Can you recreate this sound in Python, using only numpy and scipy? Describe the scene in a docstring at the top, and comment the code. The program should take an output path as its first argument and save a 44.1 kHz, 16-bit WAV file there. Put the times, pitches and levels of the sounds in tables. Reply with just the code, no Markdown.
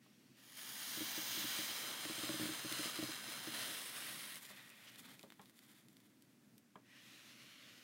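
"""Steam iron on cloth

A hot iron is pushed over cloth on a wool mat, close by. A turbulent jet hisses from under the sole
while water flashes to steam and thumps the boiler. The hiss dies to a sizzle with ticks of bursting
drops, the valve clacks in the plastic shell, and the sole slides back, rubbing the fibres.
A quiet room rumbles behind."""
import sys
import numpy as np
from scipy import signal
from scipy.fft import rfft, irfft, next_fast_len
from scipy.io import wavfile
from scipy.ndimage import uniform_filter1d, map_coordinates

SR = 44100
rng = np.random.default_rng(int(sys.argv[2]) if len(sys.argv) > 2 else 0)


def transcribe(signal):
    """Save signal, clipped to [-1, 1], as a 16-bit WAV file at the path in sys.argv[1]."""
    frames = np.atleast_2d(signal).T
    limited = np.clip(frames, -1, 1)
    pcm = np.round(limited * 32767).astype(np.int16)
    wavfile.write(sys.argv[1], SR, pcm)


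N = 345303
TIME = np.arange(N) / SR
STOP_S = 0.054  # t60 of the friction once a push ends

# strength of the jet under the sole: time_s, level_db
JET_LEVELS = [(0.36, -73), (0.38, -69.5), (0.56, -58.5), (0.57, -53), (0.88, -46), (1.57, -43), (1.97, -48),
              (2.42, -45.5), (2.64, -49.5), (2.83, -42.5), (2.94, -47.5), (3.12, -47.5), (3.22, -52),
              (3.28, -49), (3.43, -51.5), (3.61, -44.5), (3.93, -51), (3.96, -48), (4.37, -51.5),
              (4.4, -62)]
# spectrum of water frying on hot metal: frequency_hz, level_db
FRYING_SPECTRUM = [(200, -35), (1000, -21), (3000, 1), (6000, -1), (9500, 2), (15500, -1)]
# spectrum of the hollow sigh of the vents: frequency_hz, level_db
SIGH_SPECTRUM = [(200, -16), (700, -6), (1400, -2), (3600, -2), (5000, -9), (9000, -27)]
# resonances and notches of the vents: centre_hz, width_hz, gain_db
VENT_PEAKS = [(1970, 460, 4.5), (2770, 230, -6), (3550, 470, 2.5), (7160, 550, 2), (9400, 700, 2),
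              (10300, 550, -3), (11500, 760, 3), (12700, 800, -4), (13800, 550, 2), (14650, 500, 1)]
# pushes over the cloth, and one brief catch: start_s, length_s, rise_s, rub_db, hiss_db
STROKES = [(0, 0.4, 0.018, -81.5, -77), (0.34, 0.23, 0.055, -77.5, -72), (4.42, 0.56, 0.067, -66, -76.5),
           (4.856, 0.037, 0.029, -67, -59), (6.819, 1.05, .15, -66, -64.5)]


def steam():
    """Turbulent jet noise, filtered by the gap under the sole, whose resonances shift as the iron passes."""
    jet_spectrum = [(40, -55), (120, -12.5), (300, -10.5), (700.0, -6.5), (1300.0, -2.5), (3500.0, 0.0),
                    (7000.0, -6.5), (10000.0, -5), (15500.0, -8.5)]  # the jet's broad colour: frequency_hz, level_db
    spit_shares = [(0.5, 0.48), (0.9, 0.11), (1.6, 0.07), (2.1, 0.27), (2.6, 0.24), (3.3, 0.52), (3.7, 0.2),
                   (4.1, 0.28), (4.5, 0.46)]  # power carried by droplets: time_s, share (0-1)
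    path = [(0.7, 0.5), (1.15, 1), (1.7, 1.5), (1.9, 2), (3.45, 2), (3.95, 3)]  # nearest part of the sole: time_s, part (0 edge, 1 tip, 2 middle, 3 heel)
    # resonances and notches of the gap at each place: centre_hz, width_hz, gain_db
    edge_peaks = [(1770, 360, 6), (2560, 300, -3), (3290, 460, 6), (4050, 340, -14), (5160, 500, 4),
                  (6830, 550, 10.5), (7600, 820, -6), (8650, 300, 2), (10400, 2200, 7), (12300, 830, 0),
                  (13800, 550, 7)]  # at the cloth's edge
    tip_peaks = [(1420, 1300, 0), (2550, 250, -7.5), (3130, 310, 4), (4031, 370, 7), (4200, 778, -2.5),
                 (4930, 410, 3.5), (7260, 2319, 8.0), (7550, 1380, -13.5), (9450, 430, -15),
                 (10200, 540, -11), (12100, 1774, -4), (14570, 1800, 12), (14600, 770, -12)]
    middle_peaks = [(600, 2200, 2), (854, 210, -4.5), (2510, 210, -5), (3150, 310, 4), (4080, 450, 5.5),
                    (4510, 520, -2.5), (5060, 460, 5), (5580, 210, -9), (6220, 550, 3.5), (7805, 570, -4.5),
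                    (8360, 1300, 2.5), (12100, 2299, -3.5), (14254, 1007, -2)]
    heel_peaks = [(870, 240, -4.5), (1890, 240, 3), (4534, 600, -2.7), (5750, 243, -2), (6032, 236, -6),
                  (7270, 1100, -6.5), (9224, 4200, 2), (12700, 835, -3.7), (15700, 970, 1)]
    gaps = (edge_peaks, tip_peaks, middle_peaks, heel_peaks)
    gap_body_db = (-3.5, -2, 1, -0.7)
    full_flow_db = -44
    weakness_db = np.clip(full_flow_db - curves(JET_LEVELS)[0], -3, 12)
    place, = curves(path)
    spit, = curves(spit_shares)
    flutter = amp((0.26 + 1.2 * spit) * (wobble(35.1) + 0.84 * wobble(160)))  # wet steam flows unevenly
    flow = crackling(spit, rate=1800) * flutter
    jet = sum(np.clip(1 - np.abs(place - k), 0, 1) * coloured(flow, jet_spectrum, gap)
              for k, gap in enumerate(gaps))
    # a weaker jet is duller: it loses its hollow throat tone and gains low body
    throat = filtered(jet, lambda hz: np.exp(-((hz - 3500) / 800) ** 2))
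    jet = jet + (amp(0.5 - 0.15 * weakness_db) - 1) * throat
    body, hiss = split(drifting(jet, depth_db=1.08), edge_hz=2500)
    body_db = np.interp(place, np.arange(len(gaps)), gap_body_db) + 0.22 * weakness_db
    return amp(1.18) * steam_flow() * (hiss + amp(body_db) * body)


def steam_flow():
    """The jet's amplitude envelope, with an exponential decay once the flow stops."""
    start, end = JET_LEVELS[0][0], JET_LEVELS[-1][0]
    return amp(curves(JET_LEVELS)[0]) * swell(start, end - start, attack_s=0.013, t60_s=0.087)


def boiler():
    """Flash boiling: each burst of steam excites the water chamber's modes and spurts from the vents."""
    hard_flashes = [(0.970, -45.5, -14), (1.004, -42.5, -17), (1.014, -45.5, -11), (1.175, -43, -10),
                    (1.372, -46, -12), (1.440, -44.5, -14), (1.586, -43.5, -11), (1.831, -54, -12),
                    (2.051, -45.5, 7.5), (2.095, -42, -8), (2.179, -46, -7), (2.231, -41, -13),
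                    (2.291, -37.5, 1.5), (2.338, -41, -13), (2.394, -38.5, -8), (2.410, -42, -7),
                    (2.429, -39, -9), (2.452, -40.5, -12), (2.487, -42.5, -14), (2.644, -42, -11),
                    (2.713, -45.5, -1), (2.79, -41, -12), (2.854, -45, -12), (2.986, -38.5, -12),
                    (3.024, -36.5, -11), (3.085, -45.5, -14), (3.470, -44, -14)]  # water flashing to steam: start_s, level_db, spurt_relative_db
    chamber_modes = [(128.3, -13.5, 0.17), (182, -10.5, 0.098), (230, 0, 0.05), (309, 0.5, 0.1),
                     (570, -10, 0.064), (638, -10.5, 0.034)]  # the water chamber: pitch_hz, level_db, t60_s
    spurt_spectrum = [(100, -32), (440, -19), (580, 4), (800, -8), (1100, 4), (2000, -2.0),
                      (6000, -10), (15000, -16)]  # frequency_hz, level_db
    thumps, spurts = np.zeros((2, N))
    t = np.arange(SR // 20) / SR
    for start, db, spurt_db in hard_flashes + simmer(count=12):
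        slosh = 1 + 0.022 * rng.standard_normal()  # the pitch varies from thump to thump
        modes = [(hz * slosh, level, t60) for hz, level, t60 in chamber_modes]
        add(thumps, start + 0.002, amp(db + 2.5) * ring(modes, attack_s=0.0023, vary_db=1.5))
        spurt = decay(t, 0.02) * rng.standard_normal(len(t))
        spurt[:3] += 2.7  # the first push of pressure
        add(spurts, start + 0.001006, amp(db + spurt_db + 4.5) * spurt)
    return thumps + filtered(spurts, lambda hz: colour(hz, spurt_spectrum))


def simmer(count, start_s=1.6, end_s=3.75, level_db=-54.5, spurt_db=-13):
    """Gentle boiling as a random process: rows of soft flashes, one in each equal slot of time."""
    return [(start_s + (end_s - start_s) * (k + when) / count, level_db + 6 * (size - 0.5), spurt_db)
            for k, (when, size) in enumerate(rng.random((count, 2)))]


def sizzle(start_s=4.38, level_db=-64, drying_db_per_s=10.5):
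    """Evaporation: drops fry ever more faintly as the vents dry, and puffs of steam sigh through them."""
    puffs = [(4.404, 0.052, -57.5, -58.5), (4.479, 0.025, -59, -59), (4.551, .06, -71, -61),
             (4.973, 0.026, -58, -59.5), (5.025, 0.12, -66, -61.5), (5.545, .04, -71, -77),
             (5.622, 0.19, -70.5, -71), (5.88, .03, -77, -83), (6.022, .04, -75, -77)]  # the last water reaching hot metal: start_s, length_s, fizz_db, sigh_db
    attack_s, t60_s = 0.016, 0.14
    drying = swell(start_s, N / SR, attack_s, t60_s) * fading(start_s, drying_db_per_s)
    drying *= amp(1.7 * wobble(18))
    fizz_power = sigh_power = (amp(level_db) * drying) ** 2
    for start, length, fizz_db, sigh_db in puffs:
        puff = swell(start, length, attack_s, t60_s)
        fizz_power = fizz_power + (amp(fizz_db) * puff) ** 2
        sigh_power = sigh_power + (amp(sigh_db) * puff) ** 2
    flutter = amp(1.5 * wobble(70))
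    fizz = coloured(crackling(0.6, rate=1100) * flutter, FRYING_SPECTRUM, VENT_PEAKS)
    sigh = coloured(crackling(0.3, rate=900) * flutter, SIGH_SPECTRUM, VENT_PEAKS)
    return np.sqrt(fizz_power) * fizz + amp(-1.0) * np.sqrt(sigh_power) * sigh


def ticks():
    """Impulse excitation: a bursting drop is a pulse trailed by fizz, sounding the hollow of the vents."""
    drops = [(2.7237, -26, -11.5), (4.3565, -37, -15), (4.6924, -43, -20), (4.7007, -39, -27),
             (4.9576, -45.5, -10), (5.1931, -42.5, -10), (5.2104, -48, -12), (5.2295, -42, -13),
             (5.3023, -47, -7), (5.3213, -48.5, -3.5), (5.4151, -45, -21), (5.4565, -50, -12),
             (5.4959, -48.5, -15), (5.5902, -46.5, -13.5), (5.884, -47, -20), (5.9294, -53, -21),
             (5.9678, -45.5, -27), (6.0023, -51, -20), (6.2223, -46, -28), (6.5799, -42.5, -36.5)]  # single drops bursting: start_s, level_db, hollow_weight_db
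    sharp, hollow = np.zeros((2, N))
    t = np.arange(SR // 30) / SR
    for start, db, hollow_db in drops:
        burst = (0.14 * decay(t, 0.006) + 0.048 * decay(t, 0.052)) * rng.standard_normal(len(t))
        burst[0] = 1
        add(sharp, start + 0.001, amp(db + 1.5) * burst)
        add(hollow, start + 0.001, amp(db + hollow_db + 23) * burst)
    sharp = filtered(sharp, lambda hz: colour(hz, FRYING_SPECTRUM, VENT_PEAKS))
    hollow = filtered(hollow, lambda hz: colour(hz, SIGH_SPECTRUM, VENT_PEAKS))
    return sharp + hollow


def valve():
    """Impact noise: the valve gives a dull crack and a loose rattle, and the shell's modes ring briefly."""
    clacks = [(0.062, -63, 2), (4.504, -51, 7), (5.2353, -47, 13), (5.3942, -42, -4), (6.756, -43.5, -1)]  # blows of the valve: start_s, level_db, low_mode_gain_db
    shell_modes = [(199.4, -7.5, 0.25), (412, -11.5, .11), (546, -7, 0.11), (623, -11.5, 0.11),
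                   (890, -7.5, 0.051), (1073, -3.5, 0.036), (1180, -10, 0.029), (1650, -11, 0.053),
                   (2300, -15, 0.044), (3180, -10.5, 0.018)]  # the plastic shell: pitch_hz, level_db, t60_s
    # frequency_hz, level_db
    crack_spectrum = [(150, -5), (500, 2.5), (1100, 12), (1500, 0), (3300, -12), (5000, -28)]
    rings, cracks = np.zeros((2, N))
    t = np.arange(SR // 8) / SR
    for start, db, low_db in clacks:
        onset = start + 0.00107
        modes = [(hz, level + low_db * (hz < 750), t60) for hz, level, t60 in shell_modes]
        add(rings, onset, amp(db) * ring(modes, attack_s=0.00011, vary_db=4.5))
        crack, rattle = decay(t, 0.012), 0.29 * decay(t, 0.14)
        add(cracks, onset, amp(db - 0.5) * (crack + rattle) * rng.standard_normal(len(t)))
    return rings + filtered(cracks, lambda hz: colour(hz, crack_spectrum))


def sliding():
    """Friction noise: the sole plucks countless fibres of the cloth; at speed a hiss joins the rub."""
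    cloth_spectrum = [(200, -37), (560, -7), (880, -16.5), (1100, -6.5), (1500, -4.5), (2000, -2.5),
                      (2800, 1.5), (4000, -1), (4800, -4), (5700, -3), (7000, -9), (11000, -10.5),
                      (15800, -16)]  # rubbed fibres: frequency_hz, level_db
    fibres = drifting(crackling(0.16, rate=2500), depth_db=1.6) * amp(0.65 * wobble(30))
    rub, hiss = map(unit, split(coloured(fibres, cloth_spectrum), edge_hz=3060))
    friction = np.zeros(N)
    for start, length, rise, rub_db, hiss_db in STROKES:
        friction += amp(rub_db) * swell(start, length, rise, STOP_S) * rub
        # the hiss builds more slowly than the rub and fades as the push slows
        speed = swell(start, length, 1.96 * rise, STOP_S) * fading(start, db_per_s=3.5)
        friction += amp(hiss_db) * speed * hiss
    return friction


def sole(centre_hz=1880, width_hz=240):
    """Forced vibration: the steam and the start of each push drive one broad resonance of the plate."""
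    tone = filtered(rng.standard_normal(N), lambda hz: 1 / (1 + (2 * (hz - centre_hz) / width_hz) ** 2))
    scrape = sum(amp(rub_db) * swell(start, length, rise, STOP_S) * fading(start, db_per_s=22)
                 for start, length, rise, rub_db, _ in STROKES)
    return (amp(-21.5) * steam_flow() + scrape) * unit(tone)


def room(x):
    """Reverberation: convolution with a noise tail in which each frequency dies at its own rate."""
    decay_times = [(200, 0.22), (2000, 0.24), (10000, 0.16)]  # reflections from the walls: frequency_hz, t60_s
    hz, t, spectra = signal.stft(rng.standard_normal(SR // 2), SR, nperseg=256)
    tail = signal.istft(spectra * decay(t, along(decay_times, hz)[:, None]), SR, nperseg=256)[1]
    return signal.fftconvolve(x, tail / np.linalg.norm(tail))[:N]


def background(room_db=-69.5, boiling_db=-20.5, air_db=-78):
    """Incoherent sources add in power: room, boiling water and shifting iron rumble under a thin hiss."""
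    shifts = [(0, 0.49, -70), (3.04, 0.65, -63), (4.0, 0.19, -62), (4.945, .35, -66), (6.79, 1, -72.5)]  # the iron shifting its weight on the mat: start_s, length_s, level_db
    rumble_spectrum = [(30, -18), (60, -9.5), (90, -11.5), (125, 3), (160, -4), (210, 3.5), (300, 1),
                       (400, -12), (600, -17), (1200, -30)]  # low rumble: frequency_hz, level_db
    air_spectrum = [(260, -10), (450, -2.5), (854, -6), (1440, -4), (1570, -2.5), (2810, -6), (3160, -10),
                    (6000, -9), (6470, -10.5), (15800, -18)]  # the room's even hiss: frequency_hz, level_db
    power = amp(room_db) ** 2 + (amp(boiling_db) * steam_flow()) ** 2
    for start, length, db in shifts:
        power += (amp(db) * swell(start, length, attack_s=0.054, t60_s=0.29)) ** 2
    rumble = np.sqrt(power) * amp(1.3 * wobble(9)) * coloured(rng.standard_normal(N), rumble_spectrum)
    return rumble + amp(air_db) * coloured(rng.standard_normal(N), air_spectrum)


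def ring(modes, attack_s, vary_db):
    """Modal superposition: one blow starts damped sines of randomly varied strength; peak 1."""
    t = np.arange(SR // 3) / SR
    y = sum(amp(db + vary_db * rng.standard_normal()) * decay(t, t60) * np.sin(2 * np.pi * hz * t)
            for hz, db, t60 in modes)
    y *= 1 - np.exp(-t / attack_s)
    return y / np.abs(y).max()


def crackling(share, rate):
    """Shot noise: uneven pops, rate a second, carry a share of the power; white noise has the rest."""
    size = amp(5 * np.clip(rng.standard_normal(N), -2, 1.7))
    pops = unit((rng.random(N) < rate / SR) * size * rng.choice([-1, 1], N))
    share = np.clip(share, 0, 1)
    return np.sqrt(share) * pops + np.sqrt(1 - share) * rng.standard_normal(N)


def drifting(x, depth_db):
    """Time-varying filtering: the gap keeps changing shape, so small spectral peaks come and go."""
    spectra = signal.stft(x, nperseg=512)[2]
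    ripple = uniform_filter1d(rng.standard_normal(spectra.shape), size=4, axis=0)  # smooth in frequency
    ripple = uniform_filter1d(ripple, size=40, axis=1)  # and in time
    return signal.istft(spectra * amp(depth_db * unit(ripple)), nperseg=512)[1][:N]


def filtered(x, response):
    """Linear filtering: the spectrum of x times response(hz)."""
    size = next_fast_len(N + SR // 2)
    return irfft(rfft(x, size) * response(np.fft.rfftfreq(size, 1 / SR)), size)[..., :N]


def colour(hz, spectrum, peaks=()):
    """Frequency response of a broad spectrum with bell-shaped peaks and notches."""
    peaks_db = sum(db * np.exp(-(2 * (hz - centre) / width) ** 2) for centre, width, db in peaks)
    return amp(along(spectrum, hz) + peaks_db)


def coloured(x, spectrum, peaks=()):
    """Spectral shaping: x in that colour, at rms 1."""
    return unit(filtered(x, lambda hz: colour(hz, spectrum, peaks)))


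def split(x, edge_hz):
    """A crossover: the parts of x below and above an edge."""
    low = filtered(x, lambda hz: 1 / (1 + (hz / edge_hz) ** 4))
    return low, x - low


def swell(start_s, length_s, attack_s, t60_s):
    """An envelope that rises linearly, holds until start_s + length_s and decays exponentially."""
    rise = np.clip((TIME - start_s) / attack_s, 0, 1)
    return rise * decay(np.maximum(TIME - start_s - length_s, 0), t60_s)


def decay(t, t60_s):
    """Exponential damping: 60 dB down after t60_s."""
    return amp(-60 * t / t60_s)


def fading(start_s, db_per_s):
    """A gain that falls exponentially from start_s on."""
    return amp(-db_per_s * np.maximum(TIME - start_s, 0))


def wobble(rate):
    """Random modulation: a smooth curve, rate knots a second."""
    return map_coordinates(rng.standard_normal(int(N * rate / SR) + 4), [TIME * rate])


def curves(rows):
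    """Linear interpolation: one value per sample for each column after the time."""
    times, *columns = np.transpose(rows)
    return [np.interp(TIME, times, column) for column in columns]


def along(points, hz):
    """Interpolation of (frequency_hz, value) points on a log frequency axis."""
    frequencies, values = np.transpose(points)
    return np.interp(np.log(hz + 1), np.log(frequencies + 1), values)


def add(track, start_s, sound):
    """Superposition: mix a sound into the track at start_s."""
    part = track[max(round(start_s * SR), 0):][:len(sound)]
    part += sound[:len(part)]


def amp(db):
    """Decibels to amplitude gain."""
    return 10 ** (np.asarray(db) / 20)


def unit(x):
    """x normalised to rms 1."""
    return x / np.sqrt(np.mean(x ** 2) + 1e-20)


def scene():
    """Direct sound, faint reverberation and background sum at one point, which feeds both channels."""
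    iron = steam() + boiler() + sizzle() + ticks() + valve() + sliding() + sole()
    mono = iron + amp(-18.5) * room(iron) + background()
    return np.array([mono, mono])


def record(dry):
    """Band limiting: the microphone drops the deep bass, and a sharp cut removes the highest treble."""
    bass_cut_hz, top_hz = 105, 15820
    thin = signal.sosfilt(signal.butter(3, bass_cut_hz, "high", fs=SR, output="sos"), dry)
    return filtered(thin, lambda hz: hz < top_hz)


dry = scene()
out = record(dry)
transcribe(out)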